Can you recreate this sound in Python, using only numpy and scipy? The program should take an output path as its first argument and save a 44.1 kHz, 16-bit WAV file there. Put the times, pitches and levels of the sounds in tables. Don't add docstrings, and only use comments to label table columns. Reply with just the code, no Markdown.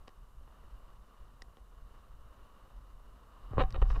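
import sys
import numpy as np
from scipy import signal
from scipy.fft import rfft, irfft, next_fast_len
from scipy.io import wavfile
from scipy.ndimage import map_coordinates

SR = 44100
rng = np.random.default_rng(int(sys.argv[2]) if len(sys.argv) > 2 else 0)


def master(y):
    cut = np.clip(np.atleast_2d(y).T, -1, 1)
    pcm = np.round(cut * 32767)
    wavfile.write(sys.argv[1], SR, pcm.astype(np.int16))


N = 176400


def amp(db):
    return 10 ** (np.asarray(db) / 20)


def unit(x):
    return x / np.sqrt(np.mean(x ** 2) + 1e-20)


def along(points, hz):
    point_hz, values = np.transpose(points)
    return np.interp(np.log(hz + 1), np.log(point_hz + 1), values)


def curves(rows):
    times, *columns = np.transpose(rows)
    return [np.interp(np.arange(N) / SR, times, column) for column in columns]


def wobble(rate):
    knots = rng.standard_normal(N // 8)
    return map_coordinates(knots, [np.arange(N) * rate / SR], mode="wrap")


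def filtered(x, response):
    size = next_fast_len(N + SR // 2)
    hz = np.fft.rfftfreq(size, 1 / SR)
    return irfft(rfft(x, size) * response(hz), size)[:N]


def noise(spectrum):
    white = rng.standard_normal(N)
    return unit(filtered(white, lambda hz: amp(along(spectrum, hz))))


def add(out, s, x):
    part = out[max(round(s * SR), 0):][:len(x)]
    part += x[:len(part)]


# (time [s], level [dB])
ROLL_LEVEL = [(0, -66), (.2, -68), (.42, -68), (.62, -64), (.8, -64), (1.0, -65.5), (1.17, -64),
              (1.3, -65.5), (1.42, -67), (1.65, -69), (1.95, -64), (2.15, -66.5), (2.33, -63.5),
              (2.6, -63.5), (2.9, -66.5), (3.1, -65.5), (3.4, -62.5), (4, -57)]
# (frequency [Hz], relative density [dB per Hz])
WHEEL_SPECTRUM = [(100, -13.5), (200, -0.5), (350, -6), (540, -3), (800, -7), (1000, -1.5), (1130, 1.5),
                  (1400, -6.5), (1600, -12), (1850, -14.5), (2200, -22), (2650, -21), (2850, -11.5),
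                  (3050, -15.5), (3300, -26), (3700, -19.5), (4700, -28), (8000, -38)]


def wheels():
    level_db, = curves(ROLL_LEVEL)
    flutter_db = 0.58 * wobble(12) + 0.9 * wobble(90)
    return amp(level_db + flutter_db) * noise(WHEEL_SPECTRUM)


# (time [s], level [dB])
SHUDDER_LEVEL = [(0, -51.5), (.17, -56), (.35, -51.5), (.8, -51.5), (1.1, -55), (1.5, -54), (1.8, -52.5),
                 (2.2, -54), (2.7, -56), (3.0, -53.5), (3.41, -57), (3.46, -48), (3.52, -38.5), (3.62, -29),
                 (3.7, -33), (3.8, -31.5), (4, -33)]
# (frequency [Hz], relative density [dB per Hz])
SHUDDER_SPECTRUM = [(10, -2), (25, -4), (42, 1.5), (60, -7), (85, -16), (115, -17.5), (170, -28.5),
                    (300, -42), (800, -81.5)]
# (time [s], level before the attack [dB], pitch [Hz], 60 dB decay time [s])
POLE_JOLTS = [(3.511, -27, 101, .07), (3.579, -18.5, 112, 0.052), (3.635, -14.5, 41.3, 0.055),
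              (3.743, -34, 42.5, .15), (3.771, -36, 99, 0.13), (3.818, -9, 37.2, 0.11),
              (3.907, -20, 36.1, 0.69), (3.935, -35.5, 104, 0.2)]
JOLT_ATTACK_S = 0.0034


def pole():
    level_db, = curves(SHUDDER_LEVEL)
    out = amp(level_db + 2.7 * wobble(17)) * noise(SHUDDER_SPECTRUM)
    t = np.arange(SR // 2) / SR
    attack = 1 - np.exp(-t / JOLT_ATTACK_S)
    for s, db, hz, t60 in POLE_JOLTS:
        decay = amp(db - 60 * t / t60)
        add(out, s, -decay * np.sin(2 * np.pi * hz * t) * attack)
    return out


# (frequency [Hz], relative level [dB])
HOUSING_RESPONSE = [(30, -28), (120, -0.5), (230, 0.5), (400, 2), (660, -5), (1200, -3.5), (1700, -14),
                    (2300, -15), (2950, -13.5), (3400, -23), (4150, -22.5), (5000, -42), (6000, -48),
                    (8200, -45), (10000, -65), (15000, -63)]
# (frequency [Hz], width [Hz], lift above the broad response [dB])
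HOUSING_MODES = [(233, 50, 3.5), (529, 115, 6), (765, 31, 12.5), (1095, 110, 8.5), (1187, 150, 3),
                 (1352, 23, 2.5), (1646, 48, 10.5), (1850, 89, 9), (2470, 45, 4.5), (2826, 69, 0),
                 (2960, 80, 5), (3743, 117, 11.5)]
BEND_DELAY_S = 0.001156


def housing(bright_hz, size=8192):
    hz = np.fft.rfftfreq(size, 1 / SR)
    db = along(HOUSING_RESPONSE, hz)
    for mode_hz, width, lift in HOUSING_MODES:
        db = db + lift / (1 + (2 * (hz - mode_hz) / width) ** 2)
    contact_softness = np.hypot(1, (hz / bright_hz) ** 2)
    cepstrum = irfft(np.log(amp(db) / contact_softness))
    cepstrum[1:size // 2] *= 2
    cepstrum[size // 2 + 1:] = 0
    travel = 4 * np.pi * BEND_DELAY_S * np.sqrt(1000 * hz)
    ring = irfft(np.exp(rfft(cepstrum) - 1j * travel))[:size // 2]
    return ring / np.abs(ring).max()


# (time [s], peak [dB], brightness [Hz])
HOUSING_KNOCKS = [(0.0753, -51.5, 2000), (.0795, -43, 4000), (.092, -54, 3000), (.409, -57, 1490),
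                  (.477, -52, 5000), (.638, -53.5, 3000), (1.4201, -47.5, 2000), (1.481, -53.5, 1590),
                  (1.570, -49.5, 4000), (1.583, -54, 3000), (3.533, -35, 800), (3.571, -32.5, 1010),
                  (3.580, -18, 1100), (3.582, -24, 1270), (3.6049, -20.5, 9000), (3.6365, -31, 6960),
                  (3.745, -35, 3930), (3.7759, -39.5, 800), (3.8175, -32.5, 5000), (3.8225, -30.5, 2500),
                  (3.8245, -28, 1030), (3.855, -44, 4000), (3.902, -50, 5000), (3.928, -39, 1800),
                  (3.9691, -40.5, 900), (3.976, -39.5, 800)]


def knocks():
    out = np.zeros(N)
    for s, db, bright_hz in HOUSING_KNOCKS:
        add(out, s, amp(db) * housing(bright_hz))
    return out


# (time [s], peak [dB], low edge [Hz], high edge [Hz], ring gain over crack [dB])
PLASTIC_TICKS = [(.076, -55, 1490, 4000, -2), (.080, -45.5, 990, 5940, -6), (0.091, -55.5, 1480, 4000, -12),
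                 (1.4198, -42.5, 1300, 2200, 13), (1.4212, -39, 4330, 6100, -1.5),
                 (1.4245, -53, 3040, 6000, -3), (1.57, -54.5, 1500, 5500, -19),
                 (3.581, -48.5, 1500, 3500, -15), (3.623, -50.5, 3800, 8000, -9),
                 (3.630, -56, 6600, 9000, -6), (3.7062, -43.5, 1500, 6440, -7),
                 (3.725, -43.5, 3760, 4700, 8), (3.8145, -58, 3000, 6540, -9),
                 (3.823, -54, 2000, 6000, -18), (3.938, -56, 4000, 8000, -10)]
# (frequency [Hz], relative level [dB], 60 dB decay time [s])
PLASTIC_MODES = [(1900, -2, 0.015), (3790, -8.5, 0.013), (4770, 1.5, 0.004), (5520, -8, 0.0093),
                 (6210, -15, 0.0082), (7600, -18, 0.0054)]
CRACK_T60_S = 0.0068
TICK_TOP_HZ = 8600


def ticks():
    out, t = np.zeros(N), np.arange(SR // 20) / SR
    for s, db, low_hz, high_hz, ring_db in PLASTIC_TICKS:
        ring = np.zeros(len(t))
        for hz, level, t60 in PLASTIC_MODES:
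            ring += amp(level - 60 * t / t60) * np.sin(2 * np.pi * (hz * t + rng.random()))
        crack = amp(-60 * t / CRACK_T60_S) * rng.standard_normal(len(t))
        tick = amp(ring_db) * ring + crack
        for edge, kind in (low_hz, "high"), (high_hz, "low"), (TICK_TOP_HZ, "low"):
            tick = signal.lfilter(*signal.butter(2, edge, kind, fs=SR), tick)
        add(out, s, amp(db) * tick / np.abs(tick).max())
    return out


# (start [s], time until release [s], level [dB], brightness [Hz])
SLIDES = [(3.509, 0.082, -55.5, 1520), (3.64, 0.022, -59, 2470), (3.74, 0.022, -44.5, 6000),
          (3.815, 0.011, -42, 7000), (3.9, 0.0096, -44, 6000), (3.915, 0.014, -49, 3000),
          (3.942, 0.0065, -47.5, 4000), (3.951, 0.014, -46, 6900), (3.98, .03, -56, 4000)]
SCRAPE_ATTACK_S, SCRAPE_RELEASE_S = 0.0022, 0.0027
# (time [s], level [dB])
FIZZ_LEVEL = [(3.86, -84), (3.885, -76), (3.908, -64.5), (3.928, -75), (3.955, -71.5), (4, -75)]
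# (frequency [Hz], relative density [dB per Hz])
FIZZ_SPECTRUM = [(1500, -14), (4400, 2), (5400, 7.5), (6500, -5), (8500, -6), (10000, -20), (15000, -35)]


def scrapes(grains_per_s=1500, thin_hz=650):
    out, t = np.zeros(N), np.arange(SR // 5) / SR
    for s, length, db, bright_hz in SLIDES:
        catches = rng.random(len(t)) < grains_per_s / SR
        grains = rng.standard_normal(len(t)) * catches
        attack = np.minimum(t / SCRAPE_ATTACK_S, 1)
        release = np.exp(-np.maximum(t - length, 0) / SCRAPE_RELEASE_S)
        stroke = attack * release
        ring = signal.lfilter(*signal.butter(1, thin_hz, "high", fs=SR), housing(bright_hz))
        ring = ring / np.linalg.norm(ring)
        add(out, s, amp(db) * signal.fftconvolve(unit(grains) * stroke, ring))
    fizz_db, = curves(FIZZ_LEVEL)
    sliding = np.arange(N) / SR > FIZZ_LEVEL[0][0]
    return out + sliding * amp(fizz_db + 2.3 * wobble(430)) * noise(FIZZ_SPECTRUM)


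# (time [s], slip rate [1/s], peak before scatter [dB])
SLIP_RUN = [(3.586, 270, -30), (3.594, 285, -23.5), (3.602, 290, -23), (3.607, 500, -25.5),
            (3.615, 520, -22.5), (3.622, 502, -30.5), (3.626, 450, -44)]


def judder(bright_hz=6500):
    scatter_s, scatter_db = .0001, 1.8
    rate, level_db = curves(SLIP_RUN)
    first, last = round(SLIP_RUN[0][0] * SR), round(SLIP_RUN[-1][0] * SR)
    cycles = np.floor(np.cumsum(rate[first:last]) / SR)
    slips = first + np.flatnonzero(np.diff(cycles, prepend=-1))
    out, ring = np.zeros(N), housing(bright_hz)
    for i, (late, strong) in zip(slips, rng.standard_normal((len(slips), 2))):
        add(out, i / SR + scatter_s * late, amp(level_db[i] + scatter_db * strong) * ring)
    return out


def scene():
    return (wheels() + pole() + knocks() + ticks() + scrapes() + judder())[None]


# (frequency [Hz], relative density [dB per Hz])
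HISS_SPECTRUM = [(100, 13), (3000, -2), (7000, -0.5), (10000, -1), (14000, -1.5), (15500, -11)]
HISS_DB, TOP_HZ, FADE_S = -77.5, 15600, .006


def record(dry):
    band_limit = signal.ellip(12, .1, 80, TOP_HZ, fs=SR, output="sos")
    fade = np.minimum(np.arange(N)[::-1] / SR / FADE_S, 1)
    hiss = amp(HISS_DB) * noise(HISS_SPECTRUM)
    return signal.sosfilt(band_limit, fade * dry + hiss)


dry = scene()
out = record(dry)
master(out)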